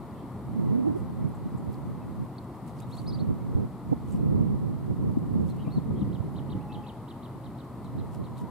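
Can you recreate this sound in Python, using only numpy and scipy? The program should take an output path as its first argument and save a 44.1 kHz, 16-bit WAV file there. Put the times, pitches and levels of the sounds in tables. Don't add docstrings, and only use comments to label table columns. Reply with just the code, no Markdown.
import sys
import numpy as np
from scipy import signal
from scipy.fft import rfft, irfft
from scipy.io import wavfile
from scipy.ndimage import uniform_filter1d

SR = 44100
rng = np.random.default_rng(int(sys.argv[2]) if len(sys.argv) > 2 else 0)


def digitize_waveform(pressure):
    field = np.atleast_2d(pressure).T
    bounded = np.clip(field, -1, 1)
    quanta = np.round(bounded * 32767).astype(np.int16)
    wavfile.write(sys.argv[1], SR, quanta)


N = 374850
TIME = np.arange(N) / SR

# time_s, pitch_hz
HOOT_PITCH = [(.56, 219.4), (.67, 134.7), (.76, 245.3), (.82, 239.6), (.87, 315.5), (.92, 301), (.975, 343)]
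def edge_hoot(level_db, peak_s=0.83, swell_db_per_s=23, ramp_s=0.0064):
    pitch = np.interp(TIME, *np.transpose(HOOT_PITCH))
    inside_s = np.minimum(TIME - HOOT_PITCH[0][0], HOOT_PITCH[-1][0] - TIME)
    gate = np.clip(1 + inside_s / ramp_s, 0, 1)
    octave = gain_of(-16) * wavering(2 * pitch, jitter=0.171, rate_hz=114)
    swell = gain_of(level_db - swell_db_per_s * abs(TIME - peak_s) + 3 * drift(33))
    return swell * gate * (wavering(pitch, jitter=0.089, rate_hz=73) + octave), gate


# freq_hz, density_db
EDDY_SPECTRUM = [(12, -56), (20, -28), (97, -1), (148, -1), (202, -1.5), (327, -13), (471, -21),
                 (1040, -45.5), (1410, -57), (1680, -70), (2000, -60), (2600, -73), (4400, -120)]
# freq_hz, density_db
PRESSURE_SPECTRUM = [(20, -23), (50, -12), (80, -4), (140, 1.5), (230, -4), (340, -11), (500, -22),
                     (900, -54), (2000, -72), (4000, -99)]
# time_s, turbulence_db, pressure_db
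BREEZE_SWELLS = [(0, -45, -52.5), (.38, -50, -45.5), (.6, -22, -34.5), (.87, -25.5, -32),
                 (1.15, -34, -41.5), (2.15, -37, -43.5), (2.4, -57, -46), (2.8, -42.5, -44.5),
                 (3.15, -28.5, -38.5), (3.5, -32, -43), (3.82, -46.5, -45.5), (4.3, -21.5, -34),
                 (4.8, -28.5, -37.5), (6.1, -32.5, -36.5), (6.5, -34.5, -37), (6.95, -54, -50),
                 (7.7, -54, -49), (8.0, -34.5, -44), (8.5, -40.5, -52)]
# peak_s, turbulence_db, pressure_db, half_length_s
AIR_PUFFS = [(1.234, -27, -43, 0.053), (1.464, -26, -38.5, 0.01), (1.552, -27, -37, 0.0084),
             (1.688, -28, -42, 0.023), (1.9, -30.5, -42, 0.023), (2.211, -27.5, -43, 0.027),
             (3.09, -32, -52, .025), (3.21, -30, -50, 0.016), (3.304, -22, -33.5, 0.023),
             (3.581, -24.5, -35, 0.049), (3.644, -30, -40, 0.011), (3.914, -30, -35, 0.041),
             (4.157, -33, -56, 0.029), (4.423, -33, -33.5, 0.13), (4.912, -27, -38, 0.009),
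             (5.068, -25, -33.5, 0.044), (5.4, -24.5, -32, 0.075), (5.768, -25, -30.5, 0.014),
             (5.909, -28, -30, 0.019), (6.048, -30.5, -31, 0.074), (6.56, -33, -31, 0.017),
             (6.777, -36.5, -40, 0.034), (7.363, -40, -42, 0.01), (7.478, -43, -45, 0.027),
             (7.99, -30, -41, 0.041), (8.206, -30, -54, 0.023), (8.43, -30, -45, 0.021)]
# time_s, right_minus_left_db
WIND_PAN = [(.8, 2.5), (2.5, 2.5), (4.6, 5), (6.0, 3), (7.0, 12), (8.0, 6)]
def wind(knee_hz=260, strong_db=-26, brighten=0.91, flutter_db=1.5, hoot_db=-25):
    times, turbulence_db, pressure_db = np.transpose(BREEZE_SWELLS)
    flutter = gain_of(flutter_db * drift(24))
    turbulence_puffs = swells((s, db, half) for s, db, _, half in AIR_PUFFS)
    pressure_puffs = swells((s, db, half) for s, _, db, half in AIR_PUFFS)
    turbulence = np.hypot(fader(times, turbulence_db) * flutter, turbulence_puffs)
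    pressure = np.hypot(fader(times, pressure_db) * flutter, pressure_puffs)
    eddies = steadied(coloured(EDDY_SPECTRUM), seconds=0.0292)
    large = signal.sosfiltfilt(signal.butter(1, knee_hz, fs=SR, output="sos"), eddies)
    small = (eddies - large) * (turbulence / gain_of(strong_db)) ** brighten
    hoot, gate = edge_hoot(hoot_db)
    duck = 0.67 * np.minimum(gain_of(hoot_db) * gate / turbulence, 1)
    side = gain_of(-2) * turbulence * (large * (1 - duck) + small * (1 - duck / 2)) + hoot
    rumble = steadied(coloured(PRESSURE_SPECTRUM), seconds=0.06)
    mid = gain_of(-0.5) * pressure * (1 - duck) * rumble - 0.12 * hoot
    pan_db = np.interp(TIME, *np.transpose(WIND_PAN))
    return np.array([mid + side * gain_of(-pan_db / 2), mid - side * gain_of(pan_db / 2)])


# freq_hz, density_db
CHURN_SPECTRUM = [(80, -30), (300, 11), (600, -2.5), (900, -13), (1300, -32), (2000, -49), (4000, -80)]
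# peak_s, level_db, pitch_hz, left_minus_right_db, churn_share, half_length_s
EDDY_THUMPS = [(1.255, -19, 141, -13, .1, 0.0098), (3.224, -19, 147, -11, 0.085, 0.008),
               (3.314, -23, 235, -1, 0.5, 0.0054), (3.559, -12, 103, -7, 0.033, 0.0063),
               (3.92, -11, 139, -4, 0.1, 0.0058), (3.93, -17, 280, -7.5, 1, 0.0067),
               (4.15, -15, 200, 10, .09, 0.0052), (4.408, -13, 230, -3, .08, 0.0054),
               (5.174, -9.5, 242, 6.5, 0.092, .0035), (5.359, -15, 224, -6.5, 0.15, 0.006),
               (5.679, -17.5, 132, 19, 0.25, .0065), (5.781, -14.5, 206, 10, 0.18, .0065),
               (6.019, -13, 199, 23, .05, 0.0029), (6.0285, -12, 162, 26, 0.049, .0035),
               (6.205, -15.5, 100, -25, 0.079, 0.0068)]
def thumps():
    out = np.zeros((2, N))
    churn = steadied(coloured(CHURN_SPECTRUM), seconds=0.0116)
    for s, db, hz, balance_db, churn_share, half in EDDY_THUMPS:
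        t = np.arange(-3 * half, 3 * half, 1 / SR)
        swing = np.cos(2 * np.pi * hz * t) + churn_share * churn[round(s * SR):][:len(t)]
        swing *= gain_of(db) * np.exp(-(t / half) ** 2) / np.hypot(1, gain_of(balance_db))
        add(out[0], s + t[0], gain_of(balance_db) * swing)
        add(out[1], s + t[0], -swing)
    return out


# top_s, level_db, top_hz, rise_s, fall_s, ground_echo_db, thicket_send_db
BIRD_CHIRPS = [(2.385, -47, 4530, 0.0038, 0.0067, -16, -18), (2.828, -58.5, 3880, 0.021, .012, -3, -12),
               (2.939, -52.5, 4370, 0.029, .011, -2, -7), (2.991, -50, 4570, 0.025, 0.0096, -2, -10),
               (3.089, -45.5, 5100, 0.029, 0.024, -3.5, -15), (3.145, -48.5, 4710, 0.032, 0.016, -2, -8),
               (3.206, -50.5, 4400, 0.023, 0.011, -6, -12), (5.507, -59.5, 4230, 0.027, .02, -16, -8),
               (5.736, -58, 4400, 0.044, 0.063, -14, -4)]
def chirps(drop_share=0.36, ground_echo_s=0.00612):
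    direct, send = np.zeros((2, N))
    for s, db, top_hz, rise, fall, echo_db, send_db in BIRD_CHIRPS:
        t = np.arange(-rise, fall, 1 / SR)
        droop = np.where(t < 0, abs(t / rise) ** 2.1, abs(t / fall) ** 2.3)
        call = whistle(top_hz * (1 - drop_share * droop), overtone_db=db + 26)
        call *= gain_of(db - 15 * droop - 3 * np.maximum(t, 0) / fall) * signal.windows.tukey(len(t), 0.2)
        add(direct, s - rise, call)
        add(direct, s - rise + ground_echo_s, gain_of(echo_db) * call)
        add(send, s - rise, gain_of(send_db - 2) * call)
    return placed(direct, lag=1, balance_db=-2) + thicket(send, tail_db=3.5, t60_s=0.17, early_db=3)


# top_s, level_db, top_hz, loudest_hz
BIRD_NOTES = [(6.0, -63, 4500, 3400), (6.138, -60.5, 4470, 3350), (6.372, -57, 4500, 3500),
              (6.51, -55, 4520, 3500), (6.734, -52.5, 4540, 3450), (6.878, -53, 4540, 3370),
              (7.094, -56, 4520, 3450), (7.239, -60, 4490, 3520), (7.449, -62.5, 4520, 3860),
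              (7.592, -64, 4500, 3860), (7.85, -68, 4310, 4100), (7.99, -64.5, 4310, 4100),
              (8.247, -65, 4400, 4020), (8.377, -65, 4380, 4020)]
def paired_notes(low_hz=2484, rise_s=0.0118, fall_s=0.0168, stress_db_per_s=39, beak_skirt_db=7.5):
    direct, send = np.zeros((2, N))
    t = np.arange(-1.7 * rise_s, 1.8 * fall_s, 1 / SR)
    arch = np.exp(-np.where(t < 0, abs(t / rise_s) ** 2.38, abs(t / fall_s) ** 1.38))
    for s, db, top_hz, loudest_hz in BIRD_NOTES:
        pitch = low_hz + (top_hz - low_hz) * arch
        off_khz = (pitch - loudest_hz) / 1000
        envelope = gain_of(stress_db_per_s * t - beak_skirt_db * off_khz ** 2)
        call = envelope * signal.windows.tukey(len(t), 0.3) * whistle(pitch)
        add(direct, s + t[0], gain_of(db - 0.5) * call)
        add(send, s + t[0], gain_of(-55 + 0.44 * (db + 55)) * call)
    return placed(direct, lag=2.7, balance_db=-2) + thicket(send, tail_db=-7.5, t60_s=0.68, early_db=-4.5)


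# middle_s, level_db, pitch_hz, length_s, arch_hz, glide_hz_per_s, hoarseness, direct_gain
BIRD_SLURS = [(0.185, -68, 3250, 0.1, 300, 4000, 1, .6), (2.025, -69, 2600, 0.045, 250, 0, .1, 1),
              (5.594, -69, 3880, .03, 150, -3000, 0.1, .6), (5.604, -63, 2960, 0.064, 94, 5500, .35, 0.87),
              (5.635, -68, 3800, .03, 80, 0, 0, 1.3), (5.667, -65.5, 2360, 0.042, -550, -2000, 0.06, 2.1),
              (5.694, -73, 2630, 0.031, -100, -5000, 0.1, 1.2), (5.975, -67, 3300, 0.045, 250, 0, 0.15, .9),
              (6.578, -63, 1940, 0.034, -120, 0, 0.07, 1.3), (6.607, -66, 2570, 0.05, 0, 16000, .2, 0.93),
              (6.713, -62, 2590, 0.044, -130, 3000, 0.04, 1.1),
              (6.776, -63, 3220, 0.064, 0, -2000, .15, .8),
              (6.845, -62, 2690, 0.026, 130, -2000, 0.2, 0.98), (6.877, -69, 2550, .045, 0, -2000, .1, .8)]
def slurs():
    direct, send = np.zeros((2, N))
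    for s, db, hz, length, arch_hz, glide, hoarseness, direct_gain in BIRD_SLURS:
        t = np.arange(-length / 2, length / 2, 1 / SR)
        droop = (2 * t / length) ** 2
        call = whistle(hz + glide * t - arch_hz * droop, jitter=0.0086 + 0.13 * hoarseness)
        call *= gain_of(db - 6 * droop) * signal.windows.tukey(len(t), 0.25)
        add(direct, s - length / 2, direct_gain * call)
        add(send, s - length / 2, call)
    return placed(direct, lag=1, balance_db=-1) + thicket(send, tail_db=-4, t60_s=0.4, early_db=-1)


def whistle(hz, jitter=0.007, overtone_db=-32):
    tremble = evened(uniform_filter1d(rng.standard_normal(len(hz)), size=70))
    hz = hz * (1 + jitter * tremble)
    return sine(hz) + gain_of(overtone_db) * sine(2 * hz)


def thicket(send, tail_db, t60_s, early_db):
    t = np.arange(SR // 2) / SR
    trunks, leaves = rng.standard_normal((2, 2, len(t)))
    tail = evened(trunks * gain_of(-60 * t / t60_s) * (1 - np.exp(-t / 0.0057)))
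    early = evened((leaves + leaves.mean(0)) * t * np.exp(-t / 0.0041))
    echoes = (gain_of(tail_db) * tail + gain_of(early_db) * early) / np.sqrt(len(t))
    return signal.fftconvolve(send[None], echoes, axes=1)[:, :N]


# freq_hz, density_db
FIZZ_SPECTRUM = [(1000, -28), (2500, 4), (4200, -0.5), (6000, -1.5), (7800, 2), (11000, 0), (15500, -19)]
# peak_s, level_db, half_length_s
LEAF_RUSTLES = [(.985, -72, .022), (1.737, -66.5, .021), (2.69, -66.5, 0.023), (2.798, -65.5, .026),
                (2.97, -63.5, 0.061), (4.122, -64, 0.042), (5.491, -68, 0.022), (8.143, -66, 0.02),
                (8.395, -64.5, 0.025)]
def rustles(stirs_per_s=1.3, snaps_per_s=500):
    stirs = [(s, -71, 0.007) for s in TIME[rng.random(N) < stirs_per_s / SR]]
    envelope = gain_of(-4) * swells(LEAF_RUSTLES + stirs)
    fizz = stereo_noise(FIZZ_SPECTRUM, centre_gain=0.99)
    snaps = rng.standard_normal(N) * (rng.random(N) < snaps_per_s / SR)
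    crackle = evened(signal.sosfilt(signal.butter(2, 5500, "high", fs=SR, output="sos"), snaps))
    return envelope * (fizz * gain_of(3.2 * drift(200)) + 0.65 * crackle)


# start_s, level_db, pitch_hz, decay_s
LEAF_TICKS = [(0.976, -62, 10200, .012), (1.001, -57, 7700, .004), (1.283, -60, 10000, .007),
              (1.346, -61, 7700, .012), (1.571, -61, 8000, .016), (1.726, -55, 12500, .005),
              (1.741, -56, 4600, .003), (2.441, -64, 8100, .003), (2.788, -55, 4750, 0.0073),
              (2.81, -55, 11500, .002), (2.967, -54, 8000, .004), (4.084, -58, 7500, .004),
              (4.12, -54, 7700, .008), (8.145, -60, 4900, .005), (8.386, -55, 9400, .004)]
def ticks(width_share=0.22, attack_share=0.4):
    out, t = np.zeros((2, N)), np.arange(SR // 10) / SR
    for s, db, hz, decay in LEAF_TICKS:
        band = signal.iirpeak(hz, 1 / width_share, fs=SR)
        left, right, centre = signal.filtfilt(*band, rng.standard_normal((3, len(t))), padtype=None)
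        envelope = gain_of(db + 1) * (1 - np.exp(-t / (attack_share * decay))) * np.exp(-t / decay)
        add(out[0], s, envelope * evened(left + centre))
        add(out[1], s, envelope * evened(right + centre))
    return out


# peak_s, level_db, pitch_hz, glide_hz_per_s, jitter_share
FAR_SQUEALS = [(6.78, -47, 839, 10, 0.0201), (8.46, -50.5, 954, -300, 0.0356)]
def squeals(swell_db_per_s=30, fade_db_per_s=64, scoop_hz_per_s=250):
    out = np.zeros(N)
    for s, db, hz, glide, jitter in FAR_SQUEALS:
        t = TIME - s
        fade_db = np.maximum(-t * swell_db_per_s, t * fade_db_per_s)
        scoop = scoop_hz_per_s * np.clip(t + 0.3, -0.5, 0)
        pitch = hz + scoop + glide * np.clip(t, -0.15, 0.3)
        out += gain_of(db - fade_db) * wavering(pitch, jitter, rate_hz=53.6)
    return out


# pitch_hz, level_db, width_hz
HUM_TONES = [(125.8, -48, 17.4), (538, -65, 12.4), (820, -87, 10), (9350, -89, 40), (13700, -97, 43)]
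def hum():
    out = np.zeros(N)
    for hz, db, width_hz in HUM_TONES:
        pitch = np.full(N, hz)
        out += gain_of(db) * (drift(width_hz) * sine(pitch) + drift(width_hz) * sine(pitch))
    return out


# freq_hz, density_db
TRAFFIC_MID_SPECTRUM = [(20, -35), (50, -13.5), (80, -8.5), (125, -1), (165, -5), (240, -4.5), (350, -9.5),
                        (480, -17), (1000, -16), (1250, -21.5), (1600, -35), (2000, -33), (2500, -42.5),
                        (7000, -58)]
# freq_hz, density_db
TRAFFIC_SIDE_SPECTRUM = [(20, -11), (60, 4.5), (125, -4.5), (200, -10), (300, -18), (480, -15),
                         (700, -16.5), (1000, -14), (1300, -18), (1700, -29), (3000, -44), (7000, -63)]
# time_s, level_db
TRAFFIC_FADER = [(0, -41), (2.6, -42), (5.0, -43), (6.5, -42), (8.5, -42)]
def far_traffic():
    level = fader(*np.transpose(TRAFFIC_FADER))
    mid = level * coloured(TRAFFIC_MID_SPECTRUM) + hum() + squeals()
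    side = gain_of(-12) * level * coloured(TRAFFIC_SIDE_SPECTRUM)
    return placed(mid, lag=0, balance_db=1.5) + np.array([side, -side])


# freq_hz, density_db
HISS_SPECTRUM = [(300, 3), (2000, 3.5), (3000, 5), (4300, 7), (5200, 1.5), (6300, -1.5), (7600, 3.5),
                 (10500, 3), (13000, 2), (15500, -3)]
def hiss():
    return gain_of([[-66.3], [-65.7]]) * stereo_noise(HISS_SPECTRUM, centre_gain=0.11)


def gain_of(db):
    return 10 ** (np.asarray(db) / 20)


def evened(x):
    return x / np.sqrt(np.mean(x ** 2) + 1e-30)


def coloured(spectrum):
    hz, db = np.transpose(spectrum)
    shape = gain_of(np.interp(np.log(np.fft.rfftfreq(N, 1 / SR) + 1), np.log(hz), db))
    return evened(irfft(rfft(rng.standard_normal(N)) * shape, N))


def stereo_noise(spectrum, centre_gain):
    return np.array([coloured(spectrum), coloured(spectrum)]) + centre_gain * coloured(spectrum)


def drift(rate_hz):
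    shape = np.exp(-(np.fft.rfftfreq(N, 1 / SR) / rate_hz) ** 2)
    return evened(irfft(rfft(rng.standard_normal(N)) * shape, N))


def fader(times_s, levels_db):
    return gain_of(np.interp(TIME, times_s, levels_db))


def swells(rows):
    out = np.zeros(N)
    for s, db, half in rows:
        near = slice(*np.searchsorted(TIME, [s - 5 * half, s + 5 * half]))
        out[near] += gain_of(db) * np.exp(-((TIME[near] - s) / half) ** 2 / 2)
    return out


def sine(hz):
    return np.sin(2 * np.pi * (np.cumsum(hz) / SR + rng.random()))


def wavering(hz, jitter, rate_hz):
    return np.sqrt(2) * sine(hz * (1 + jitter * drift(rate_hz)))


def steadied(x, seconds):
    return x / np.sqrt(abs(uniform_filter1d(x ** 2, int(seconds * SR))) + 1e-9)


def add(mix, start_s, sound):
    part = mix[max(round(start_s * SR), 0):][:len(sound)]
    part += sound[:len(part)]


def placed(x, lag, balance_db):
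    late = irfft(rfft(x) * np.exp(-2j * np.pi * np.fft.rfftfreq(N) * lag), N)
    return np.array([late * gain_of(balance_db / 2), x * gain_of(-balance_db / 2)])


def scene():
    birds = chirps() + slurs() + paired_notes()
    background = far_traffic() + hiss()
    return birds + background + wind() + thumps() + rustles() + ticks()


def record(dry, low_cut_hz=28, high_cut_hz=15700):
    thinned = signal.sosfiltfilt(signal.butter(1, low_cut_hz, "high", fs=SR, output="sos"), dry)
    band_limit = signal.firwin(511, high_cut_hz, window=("kaiser", 9), fs=SR)
    return signal.oaconvolve(thinned, band_limit[None], "same")


dry = scene()
out = record(dry)
digitize_waveform(out)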